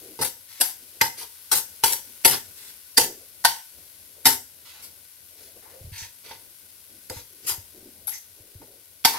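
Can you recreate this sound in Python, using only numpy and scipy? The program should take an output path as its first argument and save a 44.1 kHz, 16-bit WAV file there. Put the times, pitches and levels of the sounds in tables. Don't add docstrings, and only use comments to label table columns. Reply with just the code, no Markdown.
import sys
import numpy as np
from scipy import signal
from scipy.fft import rfft, irfft, next_fast_len
from scipy.io import wavfile

SR = 44100
rng = np.random.default_rng(int(sys.argv[2]) if len(sys.argv) > 2 else 0)


def store_wav(level_fs):
    pcm = np.round(np.clip(np.atleast_2d(level_fs), -1, 1) * 32767)
    wavfile.write(sys.argv[1], SR, pcm.T.astype(np.int16))


N = 404838

# (time [s], contact [s], level [dB], brightness [dB],
# thud [dB], plate ring [dB], skid length [s], skid against landing [dB])
LANDINGS = [(.19, 0.034, -41, -5, -32, -29.5, 0.0024, 0), (.213, 0.022, -28, 2.5, -40, -28, 0.016, 0),
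            (.601, 0.019, -38, 6, -38, -58, 0.0004, 3), (.61, 0.0067, -21.5, 3.5, -45.5, -57, 0.085, -11),
            (1.013, 0.0078, -18.5, -3, -28, -44, 0.051, -11.5),
            (1.515, 0.025, -22.5, 3.5, -37.5, -53, 0.046, -3),
            (1.837, 0.0095, -19, 2, -31.5, -12.5, 0.13, -9.5),
            (1.922, 0.015, -31.5, 7.5, -46, -60, 0.0086, 0), (2.248, 0.015, -16, 1, -23.5, -33, 0.089, -8),
            (2.975, 0.0098, -15.5, 1.5, -24, -31, 0.052, -9),
            (3.448, 0.0064, -13, -3, -33.5, -20, 0.14, -20), (4.255, 0.019, -15, 1, -26.5, -26, 0.056, -9),
            (6.311, 0.0071, -50.5, -14.5, -48.5, -34, 0.0065, 0),
            (7.098, 0.0042, -37, -1, -41, -58, 0.034, -9.5), (7.169, 0.0072, -51, -1, -63, -41, 0.0042, 0),
            (8.076, .003, -40, 0.5, -62, -49, 0, -2), (8.084, .013, -42.5, 5.5, -65, -57, 0.092, -4.5),
            (8.616, 0.019, -64.5, -15, -51, -48, 0.0067, 1),
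            (9.049, 0.0099, -15.5, -2.5, -30, -18, 0.16, -15)]


def from_db(db):
    return 10 ** (np.asarray(db) / 20)


def rms(x):
    return np.sqrt(np.mean(x ** 2) + 1e-20)


def at_hz(points, hz):
    known_hz, values = np.transpose(points)
    return np.interp(np.log(np.maximum(hz, 1)), np.log(known_hz), values)


def add(out, s, sound):
    i = max(round(s * SR), 0)
    out[..., i:i + sound.shape[-1]] += sound[..., :N - i]


def band(x, low_hz, high_hz, order=2):
    sos = signal.butter(order, [low_hz, min(high_hz, SR / 2 - 10)], "band", fs=SR, output="sos")
    return signal.sosfilt(sos, x)


def colour(x, spectrum):
    n = next_fast_len(x.shape[-1] + 2048)
    gain = from_db(at_hz(spectrum, np.fft.rfftfreq(n, 1 / SR)))
    return irfft(rfft(x, n) * gain, n)[..., :x.shape[-1]]


def drift(n, rate):
    knots = rng.standard_normal(4096)
    return np.interp(np.arange(n) * rate / SR, np.arange(len(knots)), knots)


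def ring(clicks, hz, t60):
    decay, step = from_db(-60 / (t60 * SR)), 2 * np.pi * hz / SR
    return signal.lfilter([0, np.sin(step)], [1, -2 * decay * np.cos(step), decay ** 2], clicks + 1e-18)


def grains(shape, per_s, spread_db=3.0):
    born = rng.random(shape) < per_s / SR
    sign = rng.choice([-1, 1], shape)
    return born * sign * from_db(spread_db * np.minimum(rng.exponential(1, shape), 4))


def at_ports(pair):
    # (frequency [Hz], correlation)
    likeness = [(60, 0.49), (250, 0.94), (700, 0.13), (1500, 0.48), (3000, 0.28), (7000, 0)]
    n = next_fast_len(pair.shape[-1])
    mid, side = rfft(pair, n)
    alike = at_hz(likeness, np.fft.rfftfreq(n, 1 / SR))
    spectra = np.sqrt((1 + alike) / 2) * mid + np.sqrt((1 - alike) / 2) * side * [[1], [-1]]
    return irfft(spectra, n)[:, :pair.shape[-1]]


def kitchen(x, build_s=0.0035):
    # (frequency [Hz], t60 [s])
    decay = [(100, 0.37), (500, 0.29), (2000, 0.32), (5000, 0.3), (10000, 0.39), (16000, 0.21)]
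    t = np.arange(SR * 2 // 3) / SR
    white = at_ports(rng.standard_normal((2, len(t))))
    edges_hz = np.geomspace(40, 18000, 10)
    tail = sum(band(white, low, high) * from_db(-60 * t / at_hz(decay, np.sqrt(low * high)))
               for low, high in zip(edges_hz, edges_hz[1:]))
    tail *= 1 - np.exp(-(t / build_s) ** 2)
    return signal.fftconvolve(x, tail / (rms(tail) * np.sqrt(len(t))), axes=1)[:, :N]


def burner(level_db=-64.5, flutter_db=3.0):
    # (frequency [Hz], level [dB])
    spectrum = [(25, -30), (55, -7), (88, 3.5), (125, -10), (250, -10.5), (390, -9), (620, -8),
                (1100, -27.5), (2500, -51.5)]
    rush = colour(at_ports(rng.standard_normal((2, N))), spectrum)
    return rush / rms(rush) * from_db(level_db + flutter_db * drift(N, rate=14))


def sizzle(crackle_db=-2, gain_db=4.0):
    # (frequency [Hz], level [dB])
    spectrum = [(500, -37.5), (900, -10.5), (1350, -13.5), (1500, -4), (1690, -14), (1900, -8.5),
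                (3200, -6.5), (5000, -4), (7300, -7), (11400, 3.5), (15500, -5)]
    # (time [s], level [dB])
    vigour = [(0.0, -47.5), (0.53, -52), (0.68, -49.5), (2.1, -48), (3.31, -50.5), (3.56, -49.5),
              (4.41, -52), (7.67, -51.5), (7.87, -52.5), (9.0, -54)]
    pops = grains((2, N), per_s=660, spread_db=0.5)
    bursts = rng.standard_normal((2, N)) + from_db(crackle_db) * pops / rms(pops)
    hiss = colour(at_ports(bursts), spectrum)
    vigour_db = np.interp(np.arange(N) / SR, *np.transpose(vigour))
    return hiss / rms(hiss) * from_db(vigour_db + gain_db)


def heap(ring_cycles=20, spread_octaves=0.45, attack_s=0.023, release_s=0.022, lumpy_db=2, gain_db=-1):
    # (time [s], length [s], level [dB], squelch pitch [Hz])
    pushes = [(0.0, .14, -51, 383), (0.798, .04, -61, 296), (0.916, .06, -62, 440),
              (2.06, 0.047, -60.5, 310), (3.042, 0.056, -42.5, 420), (3.118, 0.11, -57, 490),
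              (4.071, 0.18, -63.5, 529.4), (5.292, 0.28, -65.5, 520), (5.55, 0.024, -53.5, 530),
              (5.678, 0.21, -60.5, 530), (6.885, 0.12, -62, 296), (7.288, 0.31, -63, 380),
              (7.721, .11, -54, 340), (7.844, 0.033, -48.5, 293), (8.353, 0.28, -62.5, 423),
              (8.593, 0.034, -47.5, 294), (8.66, 0.14, -57.5, 480)]
    out, t = np.zeros(N), np.arange(SR // 2) / SR
    notes_hz = np.geomspace(230, 700, 14)
    for s, length_s, db, pitch_hz in pushes:
        shares = 1 / (1 + (np.log2(notes_hz / pitch_hz) / spread_octaves) ** 2)
        notes = [ring(grains(len(t), per_s=140), hz, ring_cycles / hz) for hz in notes_hz]
        plops = sum(share * note / rms(note) for share, note in zip(shares, notes))
        effort = np.minimum(t / attack_s, 1) * np.exp(-np.maximum(t - length_s, 0) / release_s)
        level = from_db(db + gain_db + lumpy_db * drift(len(t), rate=35))
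        add(out, s, level * effort * plops / rms(plops))
    return out


def bumps(gain_db=-5):
    # (time [s], level [dB])
    knocks = [(5.807, -31), (5.843, -25.5), (5.868, -27), (5.917, -25), (6.017, -32.5), (7.101, -30),
              (7.162, -27.5), (7.511, -35), (7.578, -30.5), (8.399, -40), (8.551, -29.5)]
    # (frequency [Hz], level [dB], t60 [s])
    modes = [(63, -2, 0.048), (92.7, -0.5, 0.12), (132, -2.5, 0.034), (185, -27, 0.025)]
    clicks = np.zeros(N)
    for s, db in knocks:
        add(clicks, s, from_db([db + gain_db]))
    return sum(from_db(db) * ring(clicks, hz, t60) * (-1) ** k for k, (hz, db, t60) in enumerate(modes))


def squeaks():
    # (time [s], length [s], resonance name, level [dB])
    catches = [(.61, 0.0072, "zing", -13.5), (1.011, .013, "creak", -16.5), (1.212, .04, "drone", -46),
               (2.248, 0.034, "zing", -16.5), (2.251, 0.029, "whistle", -19), (2.337, .016, "screech", -30),
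               (2.972, 0.016, "screech", -16.5), (5.653, .028, "drone", -53),
               (5.736, 0.081, "groan", -51.5), (5.98, .065, "scratch", -41), (7.106, 0.024, "groan", -39),
               (7.489, 0.062, "drone", -43.5), (8.07, .042, "zing", -27.5), (8.123, 0.045, "creak", -46),
               (8.135, 0.049, "scratch", -40), (9.048, 0.014, "screech", -14.5), (9.135, .06, "drone", -35)]
    resonances = {"groan": (527, 35), "drone": (916, 78), "creak": (2015, 180), "screech": (4760, 400),
                  "scratch": (6110, 1200), "whistle": (10230, 50), "zing": (11380, 260)}
    out, t = np.zeros((2, N)), np.arange(SR // 8) / SR
    for s, length_s, name, db in catches:
        hz, width_hz = resonances[name]
        friction = rng.standard_normal((2, len(t))) * np.exp(-(t / length_s) ** 2)
        tone = band(friction, hz - width_hz / 2, hz + width_hz / 2, order=1)
        add(out, s, from_db(db) * tone / rms(tone[:, :round(length_s * SR)]))
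    return out


def register_levels(balance_db, level_db, brightness_db, thud_db):
    # (clank, grind, rasp, sheen) [dB per dB of brightness]
    tilt = (-0.93, -.5, -0.032, 0.9)
    return [thud_db, *(level_db + np.array(balance_db) + brightness_db * np.array(tilt))]


def griddle(force, levels_db, held_s, modes_db, knock_t60=0.0071, wash_db=-16, wash_t60=0.13):
    # (frequency [Hz], level [dB])
    contact = [(60, 3), (140, 1.5), (195, -14), (260, 3.5), (480, 8.5), (650, 0), (1200, -5), (2000, 5.5),
               (2600, -0.5), (4700, 7.5), (7000, -3.5), (9500, 1.5), (11300, 4.5), (15500, -5.5)]
    # (frequency [Hz], level [dB], t60 [s])
    modes = [(143, -19.5, 0.21), (269, -15, 0.11), (348.3, -13, 0.14), (420, -12, 0.066),
             (522.5, -8.5, 0.18), (766, -12, 0.015), (864, -8, .09), (913, -5, 0.13), (1433, 0.5, 0.027),
             (1526, -7.5, 0.067), (2050, -5.5, 0.1), (3410, -10.5, 0.041), (3696, -1.5, .035),
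             (4000, -33, .07), (4575, -6.5, 0.23), (4985, 1, 0.083), (5600, -2.5, 0.06), (5920, -4, 0.064),
             (7200, -15.5, 0.055), (8020, -9, 0.11), (8200, -7, 0.018), (8515, 1, 0.053),
             (10200, -1.5, 0.11), (10880, -3.5, 0.12), (11440, 2, 0.058), (11760, -7.5, 0.055),
             (12640, -6, 0.06)]
    # (low edge [Hz], high edge [Hz])
    registers = [(60, 600), (720, 1100), (1100, 2800), (2800, 7000), (7000, 16000)]
    t = np.arange(len(force)) / SR
    fall = from_db(-60 * t)
    envelope = fall ** (1 / knock_t60) + from_db(wash_db) * fall ** (1 / wash_t60)
    body = at_ports(colour(rng.standard_normal((2, len(t))) * envelope, contact))
    for hz, db, t60 in modes:
        lag = rng.normal(0, min(hz / 1500, 3), (2, 1))
        spot_db = -0.5 * rng.standard_normal()
        body += from_db(db + modes_db + spot_db) * np.sin(2 * np.pi * hz * t + lag) * fall ** (1 / t60)
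    sound = signal.fftconvolve(force[None], body, axes=1)[:, :len(t)]
    out = 0
    for (low, high), db in zip(registers, levels_db):
        part = band(sound, low, high, order=4)
        out += from_db(db) * part / rms(part[:, :round(held_s * SR)])
    return out


def slide(out, s, length_s, swell_db, levels_db, rise_s, lift_s, modes_db, judder_db=1.5):
    t = np.arange(SR // 2) / SR
    pressure = from_db(swell_db * np.minimum(t / length_s, 1) + judder_db * drift(len(t), rate=180))
    touch = np.minimum(t / rise_s, 1) * np.exp(-np.maximum(t - length_s, 0) / lift_s)
    force = grains(len(t), per_s=7000) * pressure * touch
    add(out, s - rise_s / 2, griddle(force, levels_db, length_s + rise_s / 2, modes_db))


def scrapes(swell_db=2, gain_db=-6.0):
    # (time [s], length [s], level [dB], brightness [dB], thud [dB])
    strokes = [(0.484, 0.13, -48, 1.5, -76), (1.175, 0.057, -40, 4, -50), (2.323, 0.012, -31.5, -6, -39),
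               (2.558, .15, -49, 2.5, -60.5), (4.651, 0.068, -49, -3, -72), (4.725, 0.087, -52, -7, -67),
               (4.829, 0.016, -47, 5.5, -69), (5.374, .11, -54, 4, -57.5),
               (5.616, 0.13, -63.5, -19.5, -55.5), (5.927, 0.13, -42, -3, -62),
               (6.239, 0.11, -46.5, -5.5, -52.5), (7.129, 0.069, -46, 0.5, -50),
               (7.428, 0.059, -48.5, 3, -51), (7.469, 0.043, -29.5, 7, -46), (9.127, 0.062, -43, -17, -47)]
    # (clank [dB], grind [dB], rasp [dB], sheen [dB])
    balance = (-13, -3, 2.5, 3.5)
    out = np.zeros((2, N))
    for s, length_s, db, brightness_db, thud_db in strokes:
        levels_db = register_levels(balance, db, brightness_db, thud_db)
        slide(out, s, length_s, swell_db, levels_db, rise_s=.02, lift_s=0.024, modes_db=-23)
    return from_db(gain_db) * out


def skids(delay_s=.009, fade_db_per_s=165.5, gain_db=-5.5):
    # (clank [dB], grind [dB], rasp [dB], sheen [dB])
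    balance = (-7.5, -7.5, -0.5, 5.5)
    out = np.zeros((2, N))
    for s, contact_s, db, brightness_db, thud_db, _, skid_s, skid_db in LANDINGS:
        if skid_s > delay_s:
            levels_db = register_levels(balance, db + skid_db, brightness_db, thud_db + skid_db)
            slide(out, s + contact_s + delay_s, skid_s, -fade_db_per_s * skid_s, levels_db,
                  rise_s=.008, lift_s=0.017, modes_db=-23.5)
    return from_db(gain_db) * out


def landings(cut_s=.008, cut_db=-28, chatter_fade_db=-4, settle_s=0.0067, right_db=1.5, gain_db=-2.5):
    # (clank [dB], grind [dB], rasp [dB], sheen [dB])
    balance = (-4.5, -3.5, 0.13, 5)
    out, lead = np.zeros((2, N)), round(cut_s * SR)
    t = (np.arange(SR // 2) - lead) / SR
    for s, contact_s, db, brightness_db, thud_db, ring_db, _, _ in LANDINGS:
        pressure = from_db(np.where(t < 0, cut_db, chatter_fade_db * t / contact_s)) * (t < contact_s)
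        force = grains(len(t), per_s=4500) * pressure
        force[lead] += 2.7
        held_s = contact_s + settle_s
        levels_db = register_levels(balance, db, brightness_db, thud_db)
        clack = griddle(force, levels_db, cut_s + held_s, modes_db=-16)
        clack *= np.sqrt(held_s / (cut_s + held_s))
        plate = from_db(ring_db) * ring(t == 0, hz=918, t60=.125)
        add(out, s - cut_s, clack + plate)
    return from_db(gain_db) * out * from_db([[-right_db / 2], [right_db / 2]])


def scene(echo_db=-9):
    work = landings() + skids() + scrapes() + squeaks() + bumps() + heap()
    return work + from_db(echo_db) * kitchen(work) + sizzle() + burner()


def record(dry, full_scale=.88, cutoff_hz=15700):
    # (frequency [Hz], left minus right [dB])
    imbalance = [(100, 0), (2500, 0), (4500, -3.5), (6500, 0), (8200, 2), (10000, 10.5), (15000, 17.5)]
    left = [(hz, 10 * np.log10(2 / (1 + from_db(-2 * db)))) for hz, db in imbalance]
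    right = [(hz, 10 * np.log10(2 / (1 + from_db(2 * db)))) for hz, db in imbalance]
    heard = np.clip([colour(dry[0], left), colour(dry[1], right)], -full_scale, full_scale)
    return signal.sosfilt(signal.ellip(10, .1, 80, cutoff_hz, fs=SR, output="sos"), heard)


dry = scene()
out = record(dry)
store_wav(out)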